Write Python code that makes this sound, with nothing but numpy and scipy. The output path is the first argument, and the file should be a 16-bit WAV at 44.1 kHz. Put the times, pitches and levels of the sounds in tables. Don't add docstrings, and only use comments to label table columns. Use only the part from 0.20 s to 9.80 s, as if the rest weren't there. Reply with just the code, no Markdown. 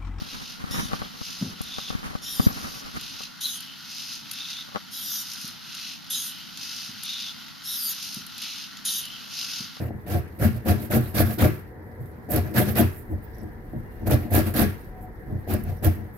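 import sys
import numpy as np
from scipy import signal
from scipy.fft import rfft, irfft
from scipy.io import wavfile

SR = 44100
rng = np.random.default_rng(int(sys.argv[2]) if len(sys.argv) > 2 else 0)


def output_pcm(signal):
    pcm = np.clip(np.atleast_2d(signal).T, -1, 1) * 32767
    wavfile.write(sys.argv[1], SR, np.round(pcm).astype(np.int16))


N = 423360
T = np.arange(N) / SR
FREQS = np.arange(N // 2 + 1) * SR / N

# pitch_hz, level_db
ROOM_TONE = [(25, -34), (60, -14), (120, -4), (200, 3.5), (280, -0.5), (370, -18), (560, -20), (900, -8),
             (1300, -15.5), (2200, -16), (6000, -24.5), (13000, -32.5)]
# start_s, level_db
THUDS = [(.630, -26.5), (1.213, -24), (1.224, -15), (2.199, -18), (2.262, -19.5), (5.243, -33.5),
         (6.691, -34.5), (7.968, -29.5), (9.405, -30.5)]
# pitch_hz, level_db
FLOORBOARDS = [(30, -30), (120, -6.5), (200, -3), (280, -6), (400, -19), (1000, -38), (3000, -48)]

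# start_s, thump_db, click_db
KNOCKS = [(.019, -19.5, -34), (.440, -19, -28), (0.51, -21, -37), (.542, -32, -26), (.654, -22, -50),
          (0.7327, -20, -13.5), (.818, -24, -19), (1.014, -24, -28.5), (1.407, -19.5, -27),
          (1.584, -27, -20), (1.703, -22, -20.5), (1.751, -14.5, -34), (1.952, -17.5, -21),
          (2.197, -6, -13.5), (2.267, 0.5, -40), (2.445, -40, -27), (3.006, -43, -27.5), (4.487, -46, -35),
          (4.549, -34, -23.5), (4.559, -35, -13), (4.569, -37, -21), (9.569, -44, -32.5)]
# start_s, end_s, rub_db, creak_db
GRIP_SHIFTS = [(0.4, 0.832, -40, -48), (1.71, 1.94, -44.5, -38), (2.143, 2.6, -43, -36.5),
               (8.664, 9.542, -63, -49.5)]
# pitch_hz, level_db
CASE_CLICK = [(40, -24), (170, -6), (380, -8), (600, -3), (800, -4), (1150, 0.5), (1600, -9), (2300, -21),
              (6000, -33), (12000, -48)]
# pitch_hz, level_db
CASE_RUB = [(20, -4), (80, -1), (260, 1), (380, -11), (600, -14.5), (1250, -8), (1900, -13.5), (4000, -26)]
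CARRIED_S, CARRY_DB, STILL_DB = 2.96, -46.5, -61.5

# start_s, level_db
FOOTFALLS = [(1.4153, -25.5), (4.113, -20.5), (6.8339, -21.5)]
BOUNCE_S, BOUNCE_DB, FOOT_BODY_DB = .02, -7, -7.5
# start_s, level_db, body_db (relative to level_db)
TICKS = [(2.8106, -31.5, -1), (3.405, -27, -4), (5.1345, -32, -9), (5.2129, -30, -3),
         (5.2769, -29, -11), (5.5483, -31, -1), (6.373, -33, 6), (7.8262, -28.5, 2), (7.944, -26, -10),
         (8.0649, -29, -11), (8.1798, -29.5, -2), (8.217, -28.5, -12), (8.57, -41.5, 10.5),
         (8.853, -27.5, -3)]

STRIDE_S, STOP_S = 2.71, 9.5
NEARING_DB_PER_S, MIDWAY_S = 0.69, 4.86
FRAME_HZ = 50

# pitch_hz, level_db
STRAIN = [(1200, -23), (2300, -6), (3000, 0), (3400, -2), (4000, -1), (5100, -3.5), (6500, -12.5),
          (7500, -24.5), (13500, -13.5)]
# pitch_hz, width_hz, level_db
CHASSIS = [(1408, 213, 1.5), (1940, 680, -9)]
HOLD_DB, PLATE_DB = -43.5, -52.5
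HOLD_NEARING = 0.46
REST_S, REST_DB = 0.24, -3
SETTLE_S, SETTLE_DB = 0.054, 2

# delay_s (after the flick starts), length_s, gearbox_db,
# upper_gearbox_db, fizz_db (motor)
PUSHES = [(0.475, .315, -42.5, -40, -53), (0.903, .31, -42, -42.5, -57.5), (1.805, .29, -46.5, -41, -49.5),
          (2.26, .3, -41.5, -43, -56)]
PUSH_NEARING = (0.84, 0.88, 0.83)
# pitch_hz, level_db
RATTLE = [(1000, -46), (2250, -11.5), (2750, -1), (3150, -5), (3600, -2.5), (4150, -1), (4800, -9),
          (7000, -39.5)]
# pitch_hz, level_db
RATTLE_TOP = [(2800, -27.5), (4200, -5.5), (5050, 3), (5600, -1.5), (6400, -1.5), (7100, -15.5),
              (8500, -16)]
# pitch_hz, level_db
FIZZ = [(6000, -73), (8500, 1.5), (9300, 0.5), (9900, 5.5), (10900, 3.5), (12100, 6), (13300, 5.5),
        (14500, -9)]

# move, delay_s, length_s, pitch_hz,
# level_db (over the motor fizz of the move)
SQUEALS = [("flick", .01, .17, 9920, -6), ("flick", .005, 0.16, 6250, -7),
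           ("flick", .005, .35, 3030, -10.5), ("reach", 0.024, .1, 3780, -2.5),
           ("reach", .12, .14, 4780, -2.5), ("reach", .03, .24, 11400, -6), ("reach", .06, .22, 12100, -4),
           ("reach", .12, .16, 13000, -2), ("first push", .03, .26, 5050, 5),
           ("second push", .04, .27, 3600, 17.4)]
# start_s, length_s, gear_db, fizz_db, whine_db,
# whine_hz (at top speed), top_speed_s (after the start)
FLICKS = [(0.509, .17, -39.5, -45.5, -46, 3900, 0.071), (3.208, .17, -38.5, -38.5, -29.5, 4000, 0.048),
          (5.902, .21, -36.5, -37, -29, 3850, 0.054), (8.651, 0.16, -34, -34, -28, 3910, 0.034)]
REACHES = [(2.026, 0.24, -40, -42, -40, 5596, .075), (4.72, 0.31, -41, -38.5, -37, 5800, .235),
           (7.444, .285, -40, -35.5, -38.5, 5560, .06)]
# pitch_hz, level_db
WHIR = [(1000, -28), (2400, -9.5), (3000, 1), (3700, 3.5), (4400, -0.5), (5700, 0.5), (6500, 2.5),
        (7200, -2.5), (9000, -41)]
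# pitch_hz, side_db (relative to mid)
WIDTH = [(2800, -28), (3800, -10), (5800, -3.5), (7500, -7), (13000, -4.5)]


def undb(db):
    return np.exp(np.asarray(db) * np.log(10) / 20)


def unit(x):
    return x / np.sqrt(np.mean(x ** 2))


def colour(x, points):
    hz, db = np.transpose(points)
    curve_db = np.interp(np.log(FREQS + 1), np.log(hz), db)
    cepstrum = irfft(np.log(undb(curve_db)), N)
    cepstrum[1:N // 2] *= 2
    cepstrum[N // 2 + 1:] = 0
    return irfft(rfft(x) * np.exp(rfft(cepstrum)), N)


def walk(rate):
    knots = np.arange(0, T[-1] + 2 / rate, 1 / rate) - rng.random() / rate
    return 1.2 * np.interp(T, knots, rng.standard_normal(len(knots)))


def gate(start, end, rise, fall):
    return np.clip((T - start) / rise + .5, 0, 1) * np.clip((end - T) / fall + .5, 0, 1)


def stereo(mid, side):
    return np.array([mid + side, mid - side])


def impacts(times, db):
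    out = np.zeros(N)
    places = np.clip(np.round(np.asarray(times) * SR).astype(int), 0, N - 1)
    np.add.at(out, places, undb(db))
    return out


def tail(t60):
    ring = rng.standard_normal(N) * undb(-60 * T / t60)
    return ring / np.linalg.norm(ring)


def convolve(x, response):
    return signal.fftconvolve(x, response[:SR])[:N]


def blow(spectrum, t60, tail_db):
    response = colour((T == 0) + undb(tail_db) * tail(t60), spectrum)
    return response / np.abs(response).max()


def bump(hz, width, spectrum, t60, rumble_db):
    since = T - width
    swing = np.sin(2 * np.pi * hz * since) * np.exp(-(since / width) ** 2)
    rumble = colour(tail(t60), spectrum)
    return swing + undb(rumble_db) * rumble / np.abs(rumble).max()


def room_tone():
    mid, side = unit(colour(rng.standard_normal((2, N)), ROOM_TONE))
    return stereo(mid * undb(-53.5 + 0.66 * walk(16)), side * undb(-50.0))


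def thuds():
    thud = bump(hz=208, width=0.00424, spectrum=FLOORBOARDS, t60=0.4, rumble_db=-9.5)
    boom = convolve(impacts(*np.transpose(THUDS)), thud)
    return stereo(boom, 0.08 * boom)


def grip():
    light = undb(STILL_DB) + undb(CARRY_DB) * gate(-np.inf, CARRIED_S, rise=1, fall=0.43)
    gates = np.array([gate(start, end, rise=0.017, fall=0.16) for start, end, *_ in GRIP_SHIFTS])
    shift_gains = undb(np.array(GRIP_SHIFTS)[:, 2:]).T
    return light + shift_gains @ gates


def handling():
    s, thump_db, click_db = np.transpose(KNOCKS)
    bounce = bump(hz=177, width=0.0028, spectrum=CASE_RUB, t60=.1, rumble_db=-35)
    give = bump(hz=85, width=.005, spectrum=CASE_RUB, t60=.1, rumble_db=-8)
    thumps = convolve(impacts(s, thump_db), bounce + .42 * give)
    rubbing, creaking = grip()
    near_knock = sum(undb(db) * np.exp(-np.abs(T - at) / 0.014) for at, db in zip(s, click_db))
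    slip_strength = .18 * near_knock + .8 * creaking
    slips = (rng.random(N) < 120 / SR) * rng.standard_normal(N) * slip_strength
    clicks = impacts(s, click_db) + slips
    knocks = thumps + convolve(clicks, blow(CASE_CLICK, t60=0.019, tail_db=-2))
    airborne = convolve(clicks, blow(CASE_CLICK, t60=0.043, tail_db=10.5))
    unevenness = undb(4 * walk(45) + 2 * walk(12))
    rub = unit(colour(rng.standard_normal((2, N)) * unevenness, CASE_RUB)) * rubbing
    mid = 0.18 * knocks + 0.44 * airborne + .5 * rub[0]
    return stereo(mid, knocks + rub[1])


def ticks():
    foot_s, foot_db = np.transpose(FOOTFALLS)
    feet = impacts(foot_s, foot_db) + impacts(foot_s + BOUNCE_S, foot_db + BOUNCE_DB)
    link_s, link_db, body_db = np.transpose(TICKS)
    links = impacts(link_s, link_db)
    ping = 0.11 * np.sin(2 * np.pi * 9920 * T) * undb(-60 * T / 0.13)
    sharp = convolve(feet + links, blow(FIZZ, t60=.024, tail_db=16) + ping)
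    body_blows = feet * undb(FOOT_BODY_DB) + impacts(link_s, link_db + body_db)
    body = convolve(body_blows, blow(WHIR, t60=0.017, tail_db=27))
    return sharp + body


def nearing_db(s):
    return NEARING_DB_PER_S * (s - MIDWAY_S)


def teeth(rate):
    hits = rng.random((2, N)) < rate / SR
    return unit(hits * rng.choice([-1, 1], (2, N)) * (1 + rng.random((2, N))))


def drive(depth, slip, count=4):
    kicks = 0
    for _ in range(count):
        frame = FRAME_HZ * T + rng.random() + slip * walk(14)
        kicks = kicks + np.exp(-(frame % 1) / 0.4) * undb(4.8 * walk(30))
    return unit(1 + depth * kicks)


def load_db():
    resting = sum(gate(s - REST_S, s, rise=0.36, fall=0.03) for s, *_ in FLICKS + REACHES)
    resting = resting + gate(STOP_S, np.inf, rise=0.069, fall=1)
    settling = sum(gate(s + length, s + length + SETTLE_S, rise=.05, fall=0.18)
                   for s, length, *_ in FLICKS)
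    return REST_DB * resting + SETTLE_DB * settling


def holding():
    chatter = teeth(rate=7000) * drive(depth=0.46, slip=.15)
    resonance = sum(undb(db) / (1 + 1j * (FREQS ** 2 - hz ** 2) / (width * FREQS + 1))
                    for hz, width, db in CHASSIS)
    ringing = irfft(rfft(chatter) * resonance, N)
    plate = unit(colour(ringing, [(400, -24), (1200, -6), (2200, -2), (6000, -12.5)]))
    gearboxes = unit(colour(chatter, STRAIN))
    buzz = plate * undb(PLATE_DB + walk(5.9)) + gearboxes * undb(HOLD_DB + load_db())
    return buzz * undb(HOLD_NEARING * nearing_db(T))


def repeated(push):
    delay, length, *levels = push
    strides = [FLICKS[0][0] - STRIDE_S] + [flick[0] for flick in FLICKS]
    rows = []
    for stride in strides:
        start = stride + delay
        if 0 < start < STOP_S:
            rows.append((start, length, *(np.array(levels) + np.array(PUSH_NEARING) * nearing_db(start))))
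    return rows


def pushing():
    rows = np.array([row for push in PUSHES for row in repeated(push)])
    gates = np.array([gate(start, start + length, rise=0.13, fall=0.081) for start, length, *_ in rows])
    levels = undb(rows[:, 2:]).T @ gates
    kicks = drive(depth=.8, slip=.4)
    layers = [unit(colour(teeth(rate=11000), body)) for body in (RATTLE, RATTLE_TOP, FIZZ)]
    return kicks * sum(layer * level for layer, level in zip(layers, levels))


def whining(hz):
    wobble_hz = 45 * walk(30) + 125 * walk(900)
    tone = np.cos(2 * np.pi * np.cumsum(hz + wobble_hz) / SR)
    roughness = 1 + 1.1 * walk(600)
    return unit(tone * roughness * undb(1.5 * walk(40)))


def squeals(scatter=.005, sag=0.01475):
    moves = {"flick": [(row[0], row[3]) for row in FLICKS],
             "reach": [(row[0], row[3]) for row in REACHES],
             "first push": [(row[0], row[-1]) for row in repeated(PUSHES[0])],
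             "second push": [(row[0], row[-1]) for row in repeated(PUSHES[1])]}
    out = np.zeros(N)
    for move, delay, length, hz, db in SQUEALS:
        gain, pitch = np.zeros(N), np.zeros(N)
        for s, fizz_db in moves[move]:
            on = gate(s + delay, s + delay + length, rise=0.033, fall=0.045)
            now = on > 0
            progress = (T[now] - s - delay) / length - .5
            pitch[now] = hz * (1 + scatter * rng.uniform(-1, 1) - sag * progress)
            gain += on * undb(fizz_db + db)
        out += whining(pitch) * gain
    return np.array([out, .7 * np.roll(out, 3)])


def mesh(hz, count, patchy_db):
    wobble = .016 * walk(35) + .014 * walk(600)
    phase = 2 * np.pi * (np.cumsum(hz * (1 + wobble)) / SR % 1).astype(np.float32)
    return unit(sum(np.cos(k * phase) * undb(patchy_db * walk(22)) for k in range(1, count + 1)))


def swing_controls(rows, attack_s, release_s, gear_db_per_s, fizz_db_per_s,
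                   crest_s, spin_up_per_s, sag_per_s):
    out = np.zeros((4, N))
    for start, length, gear_db, fizz_db, whine_db, hz, top_s in rows:
        on = gate(start, start + length, rise=attack_s, fall=release_s)
        now = on > 0
        age = T[now] - start
        from_middle = age - length / 2
        crest = np.exp(-np.abs(age - top_s) / crest_s)
        out[0, now] = on[now] * undb(gear_db + gear_db_per_s * from_middle)
        out[1, now] = on[now] * undb(fizz_db + fizz_db_per_s * from_middle)
        out[2, now] = on[now] * undb(whine_db) * crest
        out[3, now] = hz * (1 + np.minimum(spin_up_per_s * (age - top_s), sag_per_s * (top_s - age)))
    return out


def swings(count=3):
    flicks = swing_controls(FLICKS, attack_s=.005, release_s=0.036, gear_db_per_s=-32, fizz_db_per_s=-30,
                            crest_s=.035, spin_up_per_s=1.5, sag_per_s=1.1)
    reaches = swing_controls(REACHES, attack_s=.03, release_s=.025, gear_db_per_s=8, fizz_db_per_s=13,
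                             crest_s=0.19, spin_up_per_s=.35, sag_per_s=.9)
    gear_gain, fizz_gain, whine_gain, whine_hz = flicks + reaches
    speeds = [1750 * (1 + .09 * (leg - 1) + .02 * walk(9)) for leg in range(count)]
    tones = np.array([sum(mesh(speed, count=8, patchy_db=5.0) for speed in speeds)
                      for _ in ("mid", "side")])
    source = unit(tones) + .7 * teeth(rate=12000)
    whir = unit(colour(source, WHIR)) * gear_gain
    fizz = unit(colour(source, FIZZ)) * fizz_gain
    whine = np.array([whining(whine_hz), .5 * whining(whine_hz)]) * whine_gain
    return whir + fizz + whine


def scene():
    mid, side = pushing() + holding() + swings() + squeals() + np.array([ticks(), ticks()])
    robot = stereo(mid, colour(side, WIDTH))
    walls = np.array([convolve(mid, tail(t60=0.41)) for _ in range(2)])
    return robot + undb(-9.0) * walls + handling() + thuds() + room_tone()


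def record(dry):
    rounded = .85 * np.tanh(dry / .85)
    notch_hz, half_width_hz, top_hz = 7950, 480, 13600
    notch = signal.butter(3, [notch_hz - half_width_hz, notch_hz + half_width_hz], "bandstop",
                          fs=SR, output="sos")
    top = signal.ellip(10, .2, 75, top_hz, fs=SR, output="sos")
    return signal.sosfilt(np.vstack([notch, top]), rounded)


dry = scene()
out = record(dry)
output_pcm(out)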